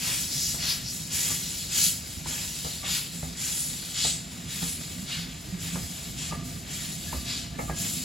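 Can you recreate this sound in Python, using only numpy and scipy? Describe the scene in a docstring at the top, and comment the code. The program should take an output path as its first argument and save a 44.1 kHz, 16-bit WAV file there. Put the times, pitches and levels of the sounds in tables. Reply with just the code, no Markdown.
"""A chimney chuffs about twice a second while wet steam hisses and spits with each piston stroke.
Filtered noise shaped stroke by stroke makes the steam, softening as the locomotive draws slowly away.
Close by the carriages rumble and boom: shaped noise, wavering panel resonances and swelling tones.
Wheels clack over two rail joints with knocks, bursts of noise and decaying modes; flanges squeak
in beating tones."""
import sys
import numpy as np
from scipy import signal
from scipy.fft import rfft, irfft, next_fast_len
from scipy.io import wavfile

SR = 44100
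rng = np.random.default_rng(int(sys.argv[2]) if len(sys.argv) > 2 else 0)


def master_out(mix):
    """Clip the mix to full scale and print it as 16-bit PCM to the path in sys.argv[1]."""
    frames = np.transpose(np.atleast_2d(mix))
    ceiling = np.clip(frames, -1, 1)
    pcm = np.round(ceiling * 32767).astype(np.int16)
    wavfile.write(sys.argv[1], SR, pcm)


N = 354563
TIME = np.arange(N) / SR
SIZE = next_fast_len(N)
FREQ = np.maximum(np.arange(SIZE // 2 + 1) * SR / SIZE, 1)

# Piston strokes, short and long in turn. Each row: start in seconds, chuff level in dB before trim,
# chuff length in seconds, jet hiss in dB before trim, jet swell in seconds, jet length in seconds,
# throaty rush in dB re hiss, fine sizzle in dB re hiss, after-blow in dB, after-blow delay in seconds.
STROKES = [(-0.535, -45, .12, -36, .07, .14, 0, -3, -37, 0.39),
           (-0.025, -40, 0.17, -36.5, 0.067, 0.26, 4, 2, -33.5, 0.3),
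           (0.57, -41, 0.13, -37, 0.18, 0.13, 12.5, 5.5, -40, 0.29),
           (1.09, -43, 0.23, -31, 0.058, 0.26, -2.5, -1.5, -38.5, 0.3),
           (1.681, -43, 0.14, -25.5, 0.15, 0.18, -0.5, -1, -46, 0.36),
           (2.238, -43, 0.16, -35.5, 0.056, 0.25, -2.5, -3.5, -39.5, 0.27),
           (2.822, -38, 0.053, -33.5, 0.13, 0.15, 5.5, 0.5, -45, 0.29),
           (3.344, -45, 0.18, -33, 0.097, 0.29, -5.5, -4.5, -41, 0.32),
           (3.921, -47, 0.053, -29.5, 0.1, 0.17, 2.5, -11, -51, 0.36),
           (4.449, -48, 0.21, -37.5, 0.11, 0.26, 0, -1, -45, 0.31),
           (5.052, -45, 0.12, -41.5, 0.067, 0.14, 9.5, -4.5, -53, .32),
           (5.576, -46.5, 0.13, -41, 0.035, 0.26, -1.5, -1.5, -44, 0.29),
           (6.152, -48, 0.13, -37, 0.056, 0.13, -1, -9, -46.5, 0.27),
           (6.641, -49, 0.21, -39.5, 0.11, 0.31, 0.5, -3, -42, 0.34),
           (7.242, -47, 0.074, -38.5, 0.054, 0.15, 6, -9, -46, 0.33),
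           (7.73, -48, 0.15, -33, 0.089, 0.2, -3.5, -2, -39.5, 0.19)]
# Cylinder cocks on a short, then a long stroke. Each row: jet lag in seconds, jet release in seconds,
# after-blow swell, length and release in seconds, its rush in dB, its sizzle in dB, both re its hiss.
STROKE_KINDS = [(.005, .058, 0.045, 0.16, 0.067, -5.5, -0.5), (.008, .065, 0.079, 0.25, 0.096, 1, -1.5)]
# Colour of the chimney blast. Each row: frequency in Hz, relative level in dB.
CHUFF_COLOUR = [(300, -12.5), (700, -11.5), (1100, -9), (1700, -4), (3400, -1), (5000, -41)]
# Colours of the three parts of a steam jet. Each row: frequency in Hz, relative level in dB per Hz.
RUSH_COLOUR = [(1200, -13.5), (2100, -8.5), (3000, -1), (3900, 2.5), (5000, 0.5), (5700, -7), (7000, -14),
               (9000, -42)]
HISS_COLOUR = [(3500, -21), (5000, 0), (6300, 1.5), (7000, 6), (8500, 1.5), (11000, -7), (14000, -34)]
SIZZLE_COLOUR = [(7200, -1.5), (9600, 1), (11500, 0), (13500, -4.5), (15800, -9.5)]
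# Breathy whistles in the jets. Each row: centre in seconds, level in dB, length in seconds,
# pitch in Hz, width in Hz.
WHISTLES = [(0.14, -33, 0.075, 8370, 700), (0.42, -32.5, .1, 5430, 1000), (0.715, -27, 0.025, 5100, 600),
            (0.88, -36, .05, 5280, 1000), (2.936, -35, .07, 7100, 400), (3.6, -32, 0.12, 9330, 1700),
            (4.092, -30, 0.088, 7710, 1110), (4.7, -35, 0.084, 9600, 1300)]
# Carriages rolling by. Each row: time in seconds, rumble in dB, body drone in dB before trim.
CARRIAGES = [(0, -46.5, -43), (3.8, -47.5, -43.5), (4.7, -47.5, -42), (5.4, -45, -42.5), (5.82, -41, -39.5),
             (5.95, -53, -45), (6.1, -41.5, -39), (6.9, -46.5, -41), (7.7, -40, -38), (8.04, -49, -39.5)]
# Colours of rumble, coach body and wheels on rail. Each row: frequency in Hz, relative level in dB per Hz.
RUMBLE_COLOUR = [(22, -30), (42, -6), (60, 0), (95, -0.5), (125, -1.5), (170, -33)]
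BODY_COLOUR = [(90, -20), (125, -9), (150, -0.5), (168, -1.5), (230, -10), (260, -10), (310, -15.5),
               (420, -22.5)]
ROLLING_COLOUR = [(150, -3), (520, 0), (1050, -5.5), (1400, -3), (2200, -1), (5000, -6)]
# Wavering resonances of the coach sides. Each row: mean frequency in Hz, level in dB re untrimmed drone.
PANELS = [(168, -9.5), (250, -13.5)]
# Gain of the coach sides in each ear. Each row: gain in dB, left first, then right.
COACH_PAN_DB = [
    [-2],
    [1.5],
]
# Wheels singing as they roll. Each row: frequency in Hz, width in Hz, level in dB before the swell.
SINGING = [(683, 22, -73), (1180, 7.1, -78)]
# Swell of that singing. Each row: time in seconds, gain in dB.
SINGING_SWELL = [(0, 10.5), (3.8, 0), (4.3, 10.5), (8.04, 16)]
# Coach bodies lurch and boom. Each row: centre in seconds, level in dB, length in seconds, mean pitch in Hz.
BOOMS = [(0.37, -34, 0.022, 150), (2.18, -32.5, 0.016, 80), (3.16, -37, .018, 175), (3.27, -37.5, 0.1, 170),
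         (4.645, -30.5, 0.028, 169.2), (4.99, -33, 0.029, 168.2), (5.20, -33.5, 0.041, 171.6),
         (5.545, -27.5, 0.019, 173), (5.75, -33, 0.13, 171.3), (5.86, -34, .018, 85),
         (7.175, -30.5, 0.031, 73.3), (7.97, -41, 0.046, 159)]
# Wheels over rail joints. Each row: start in seconds, clack in dB before trim, clack decay in seconds,
# knock in Hz, knock in dB before trim, wheel ring in dB re clack, thud in dB, which joint.
JOINTS = [(0.540, -39.5, 0.014, 507, -44, -13, -38, "ahead"), (1.3, -41, 0.02, 850, -41, -14, -43, "ahead"),
          (2.256, -37.5, 0.012, 980, -34.5, -20, -38, "ahead"),
          (2.642, -36, 0.028, 1090, -39, -3, -38, "left"),
          (2.834, -38.5, 0.018, 830, -40, -14, -49, "ahead"),
          (3.225, -37, 0.013, 794, -37, -7, -34.5, "left"),
          (4.045, -33.5, 0.014, 830, -28, -5.5, -35.5, "left"),
          (4.625, -37.5, 0.0086, 895, -37, -2.5, -34.5, "left"),
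          (5.753, -34, 0.016, 1014, -35, -10, -45, "ahead"),
          (6.321, -34, 0.012, 880, -30, -9, -37.5, "ahead"),
          (7.125, -34, 0.018, 934, -28.5, -28, -36.5, "ahead"),
          (7.584, -29.5, 0.024, 710, -40, -4.5, -44, "left"),
          (7.693, -32.5, 0.016, 800, -29, -15, -34, "ahead")]
# Clack colour of each joint, by name. Each row: frequency in Hz, relative level in dB per Hz.
CLACK_COLOURS = {"ahead": [(200, 6), (380, -0.5), (590, 0.5), (1080, -2.5), (1400, -6.5), (2200, -6.5),
                 (3500, -35)], "left": [(200, 9), (350, -5.5), (480, 2), (630, 1), (820, 5), (1080, -10.5),
                 (1250, 2.5), (1500, -15), (2100, -2), (3500, -33)]}
# Lead of the left port at each joint, by name: milliseconds.
JOINT_LEAD_MS = {"ahead": 0.089, "left": 0.43}
# Modes of a wheel and of the bogie above it. Each row: frequency in Hz, mean strength in dB,
# 60 dB decay time in seconds.
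WHEEL_MODES = [(464, -4.5, 0.21), (677, -9.5, 0.76), (1225, -2.5, 0.26), (1710, -13, 0.3),
               (2180, -16, 0.63)]
BOGIE_MODES = [(62.5, 0.5, 0.34), (81.4, -7, 0.66), (153, 2.5, 0.25), (258, -5.5, 0.32)]
# Flanges squeaking on the rail. Each row: start in seconds, level in dB, decay in seconds, pitch in Hz.
SQUEAKS = [(1.289, -43, 0.063, 1167), (2.82, -34, .022, 1166), (6.308, -33.5, .06, 1200),
           (6.316, -35, .016, 1690), (7.065, -45, 0.11, 1695), (7.135, -41, 0.055, 1186),
           (7.535, -41, 0.025, 1750), (7.679, -22, 0.011, 1200), (7.686, -38, 0.059, 1650)]
# Stereo likeness of the microphone pair. Each row: frequency in Hz, left-right likeness from 0 to 1.
LIKENESS = [(60, 1), (250, 0.96), (450, 0.5), (1100, 0.45), (1600, 0.27), (2300, 0.93), (4500, 1),
            (6000, 0.57), (7000, 0.98), (10000, 1), (15000, 0.31)]
# Stereo balance. Each row: frequency in Hz, left minus right in dB.
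BALANCE = [(60, 0.5), (200, -4), (380, -3), (620, 2), (1250, -2.5), (2000, 0.5), (2700, 3.5), (4400, 1.5),
           (6200, 3), (7200, 0)]
# Stereo phase. Each row: frequency in Hz, lead of the left in radians.
PHASE = [(300, -0.19), (480, 1), (1000, -0.91), (1300, -1.6), (1900, -0.74), (2400, 0.44), (3300, 0.56),
         (4800, -0.38), (5600, -0.34), (6200, 0.75), (7500, -0.12)]
# Extra treble phase. Each row: frequency in Hz, lag of the left in cycles.
TREBLE_TURNS = [(7500, 0), (9100, .5), (10900, 1), (11700, 1), (13300, 1.5), (14700, 2)]

# steam leaking between the strokes: hiss at the start, its fall, rush and sizzle re hiss
LEAK_DB, LEAK_FALL_DB_PER_S, LEAK_RUSH_DB, LEAK_SIZZLE_DB = -43.5, 1, 1, -5
SAG_DB_PER_S = 4  # the pressure drops while a valve stays open
SIZZLE_LAG_S = 0.022  # the fine spray follows the jet
SHUTTING_S = 0.016  # a valve takes a moment to close
ROLLING_DB = -48.5  # wheels on the rail
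CUTOFF_HZ = 15850


def from_db(db):
    """Decibels to gain."""
    return 10 ** (np.asarray(db) / 20)


def rms_one(x):
    """Scale to unit rms."""
    return x / np.sqrt(np.mean(x ** 2) + 1e-20)


def in_time(rows):
    """Draw each column of a curve at every sample."""
    s, *columns = np.transpose(rows)
    return [np.interp(TIME, s, c) for c in columns]


def over_hz(points):
    """Join a table by straight lines in log frequency."""
    hz, value = np.transpose(points)
    return np.interp(np.log(FREQ), np.log(hz), value)


def colour(points):
    """Gain of a spectrum table, falling away beyond both ends."""
    low_skirt = np.minimum(FREQ / points[0][0], 1)
    high_skirt = np.minimum(points[-1][0] / FREQ, 1)
    return from_db(over_hz(points)) * (low_skirt * high_skirt) ** 4


def resonance(hz, width_hz):
    """Gain of one resonance, 1 on top."""
    return 1 / np.hypot(1, (FREQ ** 2 - hz ** 2) / (FREQ * width_hz))


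def white():
    """Spectrum of fresh white noise."""
    return rng.standard_normal(len(FREQ)) + 1j * rng.standard_normal(len(FREQ))


def flutter(rate_hz):
    """Random wander of spread 1, up to about the given rate."""
    return rms_one(irfft(white() / (1 + (FREQ / rate_hz) ** 2), SIZE)[:N])


def unsteady_clock(wander, wander_hz):
    """Time in seconds that runs a little fast and slow, so tones read from it waver."""
    return np.cumsum(1 + wander * flutter(wander_hz)) / SR


def microphones():
    """How the shared and the diffuse part of a sound reach each of the two ports."""
    alike = np.clip(over_hz(LIKENESS), 0, .995)
    sides = np.array([[1], [-1]])
    lead = over_hz(PHASE) - 2 * np.pi * over_hz(TREBLE_TURNS)
    ports = from_db(sides * over_hz(BALANCE) / 2) * np.exp(.5j * sides * lead)
    return ports * np.sqrt(1 + alike), ports * sides * np.sqrt(1 - alike)


def noise(gain, ports):
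    """Stereo turbulence of the given colour, rms 1."""
    shared, diffuse = ports
    return rms_one(irfft(gain * (shared * white() + diffuse * white()), SIZE)[:, :N])


def puff(age, swell_s, length_s, release_s):
    """Steam flow through a valve: it swells, sags while open, and dies away as the valve gradually shuts."""
    opening = np.sin(np.pi / 2 * np.clip(age / swell_s, 0, 1))
    # the sag is centred, so the level holds halfway through
    sag = from_db(-SAG_DB_PER_S * (np.clip(age, 0, length_s) - length_s / 2))
    shut_s = SHUTTING_S * np.logaddexp(0, (age - length_s) / SHUTTING_S)
    return opening * sag * np.exp(-shut_s / release_s)


def chimney(ports, opening_s=0.085, dying_s=0.087, rough_db=0.4, trim_db=4.0):
    """The valve opens, the cylinder blows out through the blast pipe, and the puff dies away."""
    blast = sum(from_db(db) * puff(TIME - start, opening_s, length_s, dying_s)
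                for start, db, length_s, *_ in STROKES)
    roughness = from_db(trim_db + rough_db * flutter(70))
    return blast * roughness * noise(colour(CHUFF_COLOUR), ports)


def cock_flow():
    """Strength of rush, hiss and sizzle: a steady leak, a jet with each stroke, then an after-blow."""
    leak_db = LEAK_DB - LEAK_FALL_DB_PER_S * TIME
    power = from_db([leak_db + LEAK_RUSH_DB, leak_db, leak_db + LEAK_SIZZLE_DB]) ** 2
    for k, stroke in enumerate(STROKES):
        start, _, _, db, swell_s, length_s, rush_db, sizzle_db, after_db, after_s = stroke
        lag_s, release_s, *after_shape, after_rush_db, after_sizzle_db = STROKE_KINDS[k % 2]
        span = slice(max(int(start * SR), 0), int(start * SR) + SR)
        age = TIME[span] - start
        jet = from_db(db) * puff(age - lag_s, swell_s, length_s, release_s)
        spray = from_db(db) * puff(age - SIZZLE_LAG_S, swell_s, length_s, release_s)
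        after = from_db(after_db) * puff(age - after_s, *after_shape)
        power[:, span] += np.square([from_db(rush_db) * jet, jet, from_db(sizzle_db) * spray])
        power[:, span] += np.square([from_db(after_rush_db) * after, after, from_db(after_sizzle_db) * after])
    return np.sqrt(power)


def cylinder_cocks(ports, rush_db=-1.98, hiss_db=0.05, sizzle_db=0.9, spit_db=0.19, spit_growth=0.16,
                   surge_db=0.5, surge_hz=30, near_pitch=1.19, near_s=1.85):
    """Wet steam jets: water makes each jet sputter as a whole, more so the harder it blows."""
    rush, hiss, sizzle = cock_flow()
    level_db = 20 * np.log10(hiss)
    spit_depth_db = spit_db * np.exp(spit_growth * (level_db - level_db.mean()))
    sputter_db = spit_depth_db * flutter(107) + surge_db * flutter(surge_hz)
    # the rush is keener while the engine is still close
    near = np.exp(-(TIME / near_s) ** 2)
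    keen_colour = [(hz * near_pitch, db) for hz, db in RUSH_COLOUR]
    roar = np.sqrt(near) * noise(colour(keen_colour), ports)
    roar += np.sqrt(1 - near) * noise(colour(RUSH_COLOUR), ports)
    jets = from_db(rush_db) * rush * roar
    jets += from_db(hiss_db) * hiss * noise(colour(HISS_COLOUR), ports)
    jets += from_db(sizzle_db) * sizzle * noise(colour(SIZZLE_COLOUR), ports)
    return from_db(sputter_db) * jets


def narrow_noise(hz, width_hz):
    """Turbulence in a resonance whose centre may move."""
    phase = 2 * np.pi * np.cumsum(hz * np.ones(N)) / SR
    return flutter(width_hz) * np.sin(phase) + flutter(width_hz) * np.cos(phase)


def carriages(ports, drone_trim_db=-1.16, grit_db=1.5, lumpy_db=1.0, wander=0.02498, wander_hz=4,
              surge_db=3.5, panel_width_hz=8):
    """Rough treads shake track and coach bodies, set panels wavering and keep the wheels singing faintly."""
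    rumble_db, drone_db = in_time(CARRIAGES)
    swell_db, = in_time(SINGING_SWELL)
    lumps_db = lumpy_db * flutter(12)
    out = from_db(rumble_db + lumps_db) * noise(colour(RUMBLE_COLOUR), ports)
    out += from_db(drone_db + drone_trim_db + lumps_db) * noise(colour(BODY_COLOUR), ports)
    out += from_db(ROLLING_DB + grit_db * flutter(47)) * noise(colour(ROLLING_COLOUR), ports)
    for hz, db in PANELS:
        panel = narrow_noise(hz * (1 + wander * flutter(wander_hz)), panel_width_hz)
        out += from_db(drone_db + db + surge_db * flutter(3.8)) * panel * from_db(COACH_PAN_DB)
    for hz, width_hz, db in SINGING:
        out += from_db(db + swell_db) * noise(resonance(hz, width_hz), ports)
    return out


def jet_whistles(ports, wander=0.018, wander_hz=9):
    """A jet narrows to a breathy whistle of unsteady pitch: noise in a narrow band, swelling and fading."""
    clock = unsteady_clock(wander, wander_hz)
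    out = np.zeros(N)
    for s, db, length_s, hz, width_hz in WHISTLES:
        air = flutter(width_hz) + 1j * flutter(width_hz)
        span = np.abs(TIME - s) < np.pi * length_s
        envelope = np.exp(-((TIME[span] - s) / length_s) ** 2)
        whistle = np.real(air[span] * np.exp(2j * np.pi * hz * clock[span]))
        out[span] += from_db(db) * envelope * whistle
    return irfft(ports[0] / np.sqrt(2) * rfft(out, SIZE), SIZE)[:, :N]


def body_booms(wander=0.0407, wander_hz=14.6):
    """The coach bodies lurch and boom: wavering tones, each swelling and fading about its moment."""
    clock = unsteady_clock(wander, wander_hz)
    booms = np.zeros(N)
    for s, db, length_s, hz in BOOMS:
        envelope = np.exp(-((TIME - s) / length_s) ** 2)
        booms += from_db(db) * envelope * np.sin(2 * np.pi * hz * clock)
    return booms * from_db(COACH_PAN_DB)


def ringing(modes, age, spread_db=2):
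    """Struck modes, each with a strength of its own at every blow."""
    out = np.zeros(len(age))
    for hz, db, t60 in modes:
        decay = from_db(db + rng.normal(0, spread_db) - 60 * age / t60)
        out += decay * np.sin(2 * np.pi * (hz * age + rng.random()))
    return out


def dulled(x, hz):
    """A gentle low-pass."""
    return signal.sosfilt(signal.butter(2, min(hz, SR / 3), fs=SR, output="sos"), x)


def rail_joints(ports, rise_share=0.41, tail_s=0.042, tail_db=-7.0, scatter_db=-7, thud_s=0.0082,
                trim_db=0.5, impact_s=0.0051, knock_s=0.0025, dull_hz=2000, brightening=0.96,
                rattle_db=1.5, rattle_hz=60):
    """A wheel drops on the rail end: a hard knock, a clack of loose gear rattling, wheel and bogie ringing."""
    out, count = np.zeros((2, N)), SR // 2
    age = TIME[:count]
    direct, scattered = {}, {}
    for joint, points in CLACK_COLOURS.items():
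        direct[joint] = rms_one(irfft(colour(points) * white(), SIZE)[:N])
        scattered[joint] = noise(colour(points), ports)
    rattle = rms_one(from_db(rattle_db * flutter(rattle_hz)))
    usual_db = np.mean([row[1] for row in JOINTS])
    for s, db, crack_s, knock_hz, knock_db, ring_db, thud_db, joint in JOINTS:
        at = int(s * SR)
        grain = rng.integers(N - count) + np.arange(count)  # a random stretch of noise for each blow
        rise = np.minimum(age / (rise_share * crack_s), 1)
        crack = rise * np.exp(-age / crack_s)
        tail = from_db(tail_db) * rise * np.exp(-age / tail_s) * rattle[grain]
        knock_shape = np.exp(-((age - impact_s) / knock_s) ** 2)
        knock = from_db(knock_db) * knock_shape * np.sin(2 * np.pi * knock_hz * age)
        ring = from_db(ring_db) * rise * ringing(WHEEL_MODES, age)
        hit = knock + from_db(db) * (direct[joint][grain] * crack + ring)
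        late_hit = np.interp(age - JOINT_LEAD_MS[joint] / 1000, age, hit, left=0)
        both = np.array([hit, late_hit])
        both += from_db(db) * scattered[joint][:, grain] * (tail + from_db(scatter_db) * crack)
        # blows harder than the mean are brighter
        both = dulled(both, dull_hz * from_db(brightening * max(db - usual_db, 0)))
        thud = np.minimum(age / thud_s, 1) * ringing(BOGIE_MODES, age)
        blow = from_db(trim_db) * both + from_db(thud_db) * thud
        out[:, at:at + count] += blow[:, :N - at]
    return out


def flanges(beat_hz=13.6, rough=0.45, rough_hz=45):
    """A flange catches the rail, grates unevenly and rings in throbs as the wheel's twin modes beat."""
    grating = 1 + rough * (flutter(rough_hz) + 1j * flutter(rough_hz))
    out = np.zeros(N)
    for s, db, decay_s, hz in SQUEAKS:
        span = slice(int(s * SR), int(s * SR) + SR)
        age = np.maximum(TIME[span] - s, 0)
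        envelope = np.sin(np.pi * beat_hz * age) * np.exp(-age / decay_s)
        out[span] += from_db(db) * envelope * np.real(grating[span] * np.exp(2j * np.pi * hz * age))
    return out


def mottled(x, depth_db, patch_hz, patch_s, size=1024):
    """Random peaks and dips of colour that come and go, each about so wide and so long."""
    hop = size // 4
    spectra = signal.stft(x, nperseg=size, noverlap=size - hop)[2]
    field = rng.standard_normal(spectra.shape[1:])
    # smooth the random field across frequency, then across time
    for axis, span in enumerate((patch_hz * size / SR, patch_s * SR / hop)):
        r = np.exp(-2 / span)
        field = signal.lfilter([1], [1, -2 * r, r * r], field, axis=axis)
    gain = rms_one(from_db(depth_db * rms_one(field)))
    return signal.istft(spectra * gain, nperseg=size, noverlap=size - hop)[1][:, :N]


def scene():
    """The engine ahead and the carriages close by, in the open air."""
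    ports = microphones()
    engine = chimney(ports) + cylinder_cocks(ports) + jet_whistles(ports)
    # eddies shift the colour within each puff
    engine = mottled(engine, depth_db=1.1, patch_hz=300, patch_s=0.021)
    # reflections off track and coaches comb it finely
    engine = mottled(engine, depth_db=2.0, patch_hz=34.4, patch_s=0.084)
    return engine + carriages(ports) + body_booms() + rail_joints(ports) + flanges()


def record(dry):
    """Cut the top steeply with an elliptic low-pass."""
    return signal.sosfilt(signal.ellip(12, .1, 90, CUTOFF_HZ, fs=SR, output="sos"), dry)


dry = scene()
out = record(dry)
master_out(out)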